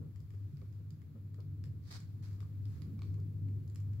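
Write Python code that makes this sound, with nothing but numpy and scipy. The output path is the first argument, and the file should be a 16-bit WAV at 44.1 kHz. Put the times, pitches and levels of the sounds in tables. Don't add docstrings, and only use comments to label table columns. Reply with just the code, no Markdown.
import sys
import numpy as np
from scipy import signal
from scipy.fft import rfft, irfft
from scipy.io import wavfile

SR = 44100
rng = np.random.default_rng(int(sys.argv[2]) if len(sys.argv) > 2 else 0)


def file_out(sig):
    cols = np.atleast_2d(sig).T
    lim = np.clip(cols, -1, 1)
    pcm = np.round(lim * 32767).astype(np.int16)
    wavfile.write(sys.argv[1], SR, pcm)


N = 176400
TIME_S = np.arange(N) / SR
FREQS_HZ = np.fft.rfftfreq(N, 1 / SR)

# (time [s], level [dB])
HUM_LEVEL_DB = [(0.0, -45), (0.11, -62), (0.17, -41.5), (0.23, -54), (0.33, -45), (0.45, -41.5),
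                (0.61, -53.5), (0.76, -44.5), (0.95, -48.5), (1.15, -57), (1.26, -47.5), (1.53, -42),
                (1.77, -46.5), (1.88, -53), (2.1, -48.5), (2.38, -42.5), (2.46, -48), (2.52, -42.5),
                (2.71, -39.5), (2.8, -48), (2.94, -47.5), (3.02, -40.5), (3.13, -37.5), (3.26, -43.5),
                (3.43, -36.5), (3.59, -39.5), (3.655, -59.5), (3.72, -43), (3.86, -38.5), (4.0, -38.5)]
# (mains multiple [-], level [dB])
HUM_PARTIALS = [(1, -77.5), (4, -74.5), (6, -78)]
# (frequency [Hz], relative density [dB])
RUMBLE_SPECTRUM_DB = [(20, -42.5), (40, -33.5), (60, -24), (69, -12.5), (76, -7.5), (83, -2), (96, -4),
                      (106, -1.5), (114, -1.5), (122, -10), (150, -27.5), (400, -67)]
# (time [s], level [dB])
RUMBLE_LEVEL_DB = [(0, -48), (.7, -51), (1.3, -54.5), (1.65, -49), (2.1, -50.5), (2.9, -45.5), (3.5, -47),
                   (4, -47)]
# (frequency [Hz], relative density [dB])
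PLINTH_SPECTRUM_DB = [(60, -47.5), (115, -13.5), (135, -6), (148, 1), (175, -9.5), (205, -16.5),
                      (221, -12.5), (230, -14.5), (240, -16.5), (252, -17.5), (272, -14.5), (297, -16.5),
                      (320, -22.5), (348, -24), (365, -22.5), (390, -26.5), (480, -31.5), (620, -47.5),
                      (1200, -71)]
# (time [s], level [dB])
PLINTH_LEVEL_DB = [(0, -44), (.14, -57.5), (.5, -56), (1.02, -56), (1.35, -55.5), (1.7, -51.5),
                   (1.92, -56.5), (2.1, -55), (2.75, -51.5), (2.9, -48.5), (3.12, -50), (3.55, -48.5),
                   (3.76, -52.5), (4, -51)]
# (time [s], gain [dB], body [dB], edge [dB], pan [dB])
TICKS = [(0.159,-64,-19,-16,5), (0.2028,-66,-25,-17,3), (0.3048,-65.5,-10,-12,5), (0.337,-69,4.5,-11,-2.5),
         (0.3475,-71,-10,-12,-1), (0.5703,-66,-7,-16,-5), (0.7261,-70,-21,-18.5,-6),
         (0.905,-60,-18.5,-13.5,-4.5), (1.0169,-67,-3,-12,0), (1.3433,-62.5,-10,-13.5,1),
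         (1.4035,-63,-18,-20.5,-1.5), (1.639,-56.5,-16,-16.5,4), (1.656,-64,-13,-9,1),
         (2.0026,-56,-8,-2,-1), (2.329,-64,-15,-16,2), (2.4043,-59,-14,-15.5,2), (2.6543,-62,-25,-16.5,6.5),
         (2.819,-56.5,-9.5,-13.5,-5.5), (2.8244,-65,-8,-14,0), (3.032,-63.5,-17,-24.5,-1),
         (3.1417,-63,-12,-13,-2), (3.2007,-70,-20.5,-10.5,0), (3.4854,-68,-6,-13,5),
         (3.6772,-62.5,-15,-8,-0.5), (3.6985,-62.5,-19.5,-11.5,2), (3.7472,-63,-13,-5,8),
         (3.7578,-52.5,-15,-9,-1.5), (3.8019,-62.5,-11.5,-6,6), (3.9337,-65.5,-5,-10,-1)]
# (frequency [Hz], gain [dB])
TICK_RESPONSE_DB = [(200, -27), (700, -21), (1120, 4.5), (1500, -5), (1800, 2), (2050, -1), (2330, 0),
                    (2800, -4.5), (3400, -3.5), (3900, -7), (4500, -3.5), (5100, -2.5), (5800, -9),
                    (6500, -4.5), (7600, -3.5), (8500, -22.5), (9800, -14), (11100, -6.5), (12200, -13),
                    (16000, -21)]
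# (time [s], frequency [Hz])
RING_PITCH_HZ = [(0, 4800), (1.7, 4660), (2.7, 4440)]
# (time [s], gain [dB], tilt [dB/octave], pan [dB])
CLACKS = [(0.6164, -58.5, -3.5, -6), (2.404, -59, -4, 11), (2.428, -60, -21, 8),
          (2.9922, -52.5, -2.5, -4.5), (3.0197, -44.5, -2, -4.5)]
# (frequency [Hz], gain [dB], t60 [s])
ARM_MODES = [(1162, -3, 0.024), (1370, -7, 0.014), (2280, 0.5, 0.017), (3800, -3, 0.0099),
             (4300, 3.5, 0.0087), (5000, -14, .005), (7140, -22, 0.0059)]
# (start [s], hold [s], attack [s], release [s], gain [dB], pan [dB])
SLIDES = [(1.815, 0.089, 0.096, 0.026, -66.5, -2), (1.904, 0.06, 0.0058, 0.014, -57, -1),
          (1.97, 0.03, .03, 0.13, -77, 1), (3.02, 0.028, 0.0046, 0.062, -74.5, 1.5)]
# (frequency [Hz], relative density [dB])
SLIDE_SPECTRUM_DB = [(200, -6.5), (600, -7.5), (1200, -5), (1700, -3), (2300, -6.5), (2750, -12.5),
                     (3500, -5.5), (4200, -0.5), (5300, -4), (6300, -8.5), (7600, -12.5), (8500, -17),
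                     (10500, -19), (15800, -19.5)]
# (start [s], hold [s], attack [s], release [s], gain [dB], pan [dB])
SWINGS = [(.28, 0.49, .04, 0.057, -86, 2), (2.221, 0.024, 0.0097, 0.094, -69, -0.5),
          (2.403, 0.016, 0.0034, 0.014, -77, 0), (2.62, 0.13, 0.11, 0.084, -74.5, 1.5)]
# (frequency [Hz], relative density [dB])
SWING_SPECTRUM_DB = [(300, -16), (800, -4), (1120, 1), (1700, 1), (2300, -2), (2900, -7), (4500, -1.5),
                     (6000, -6), (7600, -7), (8500, -18.5), (11200, -10), (15800, -27)]
# (time [s], gain [dB], pitch [Hz])
THUDS = [(0.534, -37.5, 142.6), (.92, -42.5, 154), (1.14, -48.5, 224.7), (1.667, -38.5, 138),
         (2.021, -40.5, 151), (2.205, -45.5, 144), (2.871, -39.5, 164.6), (2.884, -49.5, 268),
         (2.933, -44.5, 216), (2.97, -37, 151), (3.335, -38, 138.3)]
# (time [s], gain [dB], decay [s], pitch [Hz])
BUMPS = [(.012, -61, 0.044, 396), (.337, -65.5, 0.019, 493), (0.618, -60.5, 0.017, 382),
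         (0.799, -67, 0.022, 409), (1.152, -65, 0.029, 554), (1.383, -57, 0.031, 457),
         (2.411, -66.5, 0.028, 420), (3.18, -61, 0.023, 395), (3.46, -69.5, 0.044, 438)]
# (frequency [Hz], relative density [dB])
BUMP_SPECTRUM_DB = [(80, -27), (220, -16.5), (410, 6.5), (500, 0.5), (620, -11.5), (850, -18.5),
                    (1300, -13.5), (2500, -46)]
# (frequency [Hz], relative density [dB])
HISS_SPECTRUM_DB = [(100, 8.5), (600, 3.5), (800, -0.5), (1250, 2.5), (1900, -3), (2300, -2.5),
                    (2900, -7.5), (4500, -6), (6000, -13), (7700, -10), (8400, -39), (9600, -14.5),
                    (11500, -8.5), (15800, -5.5)]
# (time [s], level [dB])
HISS_LEVEL_DB = [(0, -75), (.6, -74.5), (.85, -75), (1.7, -75), (2.55, -72.5), (2.9, -72), (3.4, -74.5),
                 (4, -72)]
# (frequency [Hz], t60 [s])
ROOM_T60_S = [(300, 0.36), (1200, 0.38), (5000, 0.28), (12000, 0.22)]
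# (frequency [Hz], left minus right [dB])
PORT_PAN_DB = [(250, 5), (500, 6.5), (800, 6), (1150, 7.5), (1800, 5), (2400, -1.5), (3200, 5), (4500, -7),
               (5300, -5), (6500, -4.5), (7600, 11.5), (8500, 7.5), (10000, 8.5), (13000, 3)]
# (frequency [Hz], correlation [-])
STEREO_CORRELATION = [(25, 0.99), (70, 0.61), (130, 1), (280, 0.79), (550, 0.49), (1200, 0), (2500, 0),
                      (5000, 0), (16000, 0)]


def motor_hum(mains_hz=50, gain_db=-0.18, pan_db=2.0):
    phase = 2 * np.pi * mains_hz * TIME_S
    main = amp(gain_db) * envelope(HUM_LEVEL_DB) * np.sin(2 * phase)
    partials = sum(amp(db) * np.sin(k * phase + 2 * np.pi * rng.random()) for k, db in HUM_PARTIALS)
    return np.sqrt(2) * (main + partials) * pan(pan_db)


def drive_rumble(drive_pan_db=-0.8, plinth_pan_db=-0.05):
    drive = noise(RUMBLE_SPECTRUM_DB) * envelope(RUMBLE_LEVEL_DB) * pan(drive_pan_db)
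    plinth = noise(PLINTH_SPECTRUM_DB) * envelope(PLINTH_LEVEL_DB) * pan(plinth_pan_db)
    return drive + plinth


def mechanism_ticks(chatter=0.25, chatter_s=0.0018, delay_s=0.0008, gain_db=10, size=1024):
    body_hz, linkage_hz, edge_hz = 2280, 4330, 6900
    linkage_db, ring_db, ring_half_width_hz = -13.5, 5.5, 840
    out, t, hz = np.zeros((2, N)), TIME_S[:size], np.fft.rfftfreq(size, 1 / SR)
    for start_s, db, body_db, edge_db, pan_db in TICKS:
        blow = chatter * rng.standard_normal((2, size)) * np.exp(-t / chatter_s)
        blow[:, 0] = 1
        blow /= np.linalg.norm(blow, axis=1, keepdims=True)
        tilt_db = at_hz([(body_hz, body_db), (linkage_hz, linkage_db), (edge_hz, edge_db)], hz)
        ring_hz = np.interp(start_s, *np.transpose(RING_PITCH_HZ))
        resonance_db = ring_db / (1 + ((hz - ring_hz) / ring_half_width_hz) ** 2)
        response = minimum_phase(at_hz(TICK_RESPONSE_DB, hz) + tilt_db + resonance_db)
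        tick = signal.fftconvolve(blow, response[None] / abs(response).max(), axes=1)
        add(out, start_s + delay_s, amp(db + gain_db) * pan(pan_db) * tick)
    return out + room_tail(out, gain_db=-3.5)


def arm_clacks(snap_band_hz=(900, 6500), snap_db=-3.5, snap_s=0.00053):
    out, t = np.zeros((2, N)), TIME_S[:SR // 20]
    bandpass = signal.butter(2, snap_band_hz, "band", fs=SR)
    for start_s, db, tilt_db_per_oct, pan_db in CLACKS:
        ring = sum(amp(mode_db + tilt_db_per_oct * np.log2(hz) - 60 * t / t60_s)
                   * np.sin(2 * np.pi * hz * t) for hz, mode_db, t60_s in ARM_MODES)
        snap = signal.lfilter(*bandpass, rng.standard_normal((2, len(t))) * np.exp(-t / snap_s))
        clack = ring / abs(ring).max() + amp(snap_db) * snap / abs(snap).max()
        add(out, start_s, amp(db) * pan(pan_db) * clack)
    return out + room_tail(out, gain_db=-5.5)


def friction(strokes, spectrum_db, slips_per_s=1400, slip_share=0.64):
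    slips = unit_rms(rng.standard_normal((2, N)) * (rng.random(N) < slips_per_s / SR))
    smooth = rng.standard_normal((2, N))
    texture = coloured(spectrum_db, np.sqrt(slip_share) * slips + np.sqrt(1 - slip_share) * smooth)
    force = sum(amp(db) * pan(pan_db) * stroke(start_s, hold_s, attack_s, release_s)
                for start_s, hold_s, attack_s, release_s, db, pan_db in strokes)
    rub = texture * force
    return rub + room_tail(rub, gain_db=-6)


def plinth_thuds(rise_s=0.0073, decay_s=0.035):
    out, t = np.zeros((2, N)), TIME_S[:SR // 3]
    swell = np.minimum(t / rise_s, 1) * np.exp(-t / decay_s)
    for start_s, db, hz in THUDS:
        mode = np.sin(2 * np.pi * (hz * t + rng.random()))
        add(out, start_s, amp(db) * (swell * mode)[None])
    return out


def handling_bumps(rise_s=0.0024, tone_db=-5, pan_db=1):
    thump, out = noise(BUMP_SPECTRUM_DB), np.zeros((2, N))
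    for start_s, db, decay_s, hz in BUMPS:
        force = amp(db) * stroke(start_s, rise_s, rise_s, decay_s)
        panel = amp(tone_db) * np.sin(2 * np.pi * hz * (TIME_S - start_s))
        out += force * (thump + panel)
    return out * pan(pan_db)


def hiss(pan_db=1.5):
    return noise(HISS_SPECTRUM_DB) * envelope(HISS_LEVEL_DB) * pan(pan_db)


def room_tail(x, gain_db, gap_s=0.0022):
    hz, t, bands = signal.stft(rng.standard_normal((2, SR // 2)), SR, nperseg=256)
    decay = amp(-60 * t / at_hz(ROOM_T60_S, hz)[:, None])
    tail = signal.istft(bands * decay, SR)[1]
    tail *= TIME_S[:tail.shape[1]] > gap_s
    return amp(gain_db) * signal.fftconvolve(x, tail / np.linalg.norm(tail[0]), axes=1)[:, :N]


def microphone_ports(x):
    left_db = at_hz(PORT_PAN_DB, FREQS_HZ) / 2
    return irfft(rfft(x) * amp([left_db, -left_db]), N)


def coloured(spectrum_db, excitation):
    a, b = rfft(excitation)
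    correlation = np.clip(at_hz(STEREO_CORRELATION, FREQS_HZ), -1, 1)
    mid, side = a * np.sqrt(1 + correlation), b * np.sqrt(1 - correlation)
    left_right = np.array([mid + side, mid - side])
    return unit_rms(irfft(left_right * amp(at_hz(spectrum_db, FREQS_HZ)), N))


def noise(spectrum_db):
    return coloured(spectrum_db, rng.standard_normal((2, N)))


def minimum_phase(gain_db):
    log_gain = np.log(amp(np.r_[gain_db, gain_db[-2:0:-1]]))
    return np.fft.ifft(np.exp(np.conj(signal.hilbert(log_gain)))).real


def stroke(start_s, hold_s, attack_s, release_s):
    t = TIME_S - start_s
    return np.clip(t / attack_s, 0, 1) * np.exp(-np.maximum(t - hold_s, 0) / release_s)


def envelope(level_db):
    return amp(np.interp(TIME_S, *np.transpose(level_db)))


def at_hz(table, hz):
    table_hz, values = np.transpose(table)
    return np.interp(np.log(hz + 1), np.log(table_hz), values)


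def amp(db):
    return 10 ** (np.asarray(db) / 20)


def unit_rms(x):
    return x / np.sqrt(np.mean(x ** 2) + 1e-30)


def pan(db):
    return amp(np.array([[db], [-db]]) / 2)


def add(mix, start_s, sound):
    part = mix[:, max(round(start_s * SR), 0):][:, :sound.shape[1]]
    part += sound[:, :part.shape[1]]


def scene():
    knocks = mechanism_ticks() + arm_clacks()
    rubs = friction(SLIDES, SLIDE_SPECTRUM_DB) + friction(SWINGS, SWING_SPECTRUM_DB)
    nearby = microphone_ports(knocks + rubs + handling_bumps())
    return motor_hum() + drive_rumble() + plinth_thuds() + nearby + hiss()


def record(dry):
    cutoff_hz = 15850
    lowpass = signal.firwin(511, cutoff_hz, window=("kaiser", 9), fs=SR)
    return signal.oaconvolve(dry, lowpass[None], "same")


dry = scene()
out = record(dry)
file_out(out)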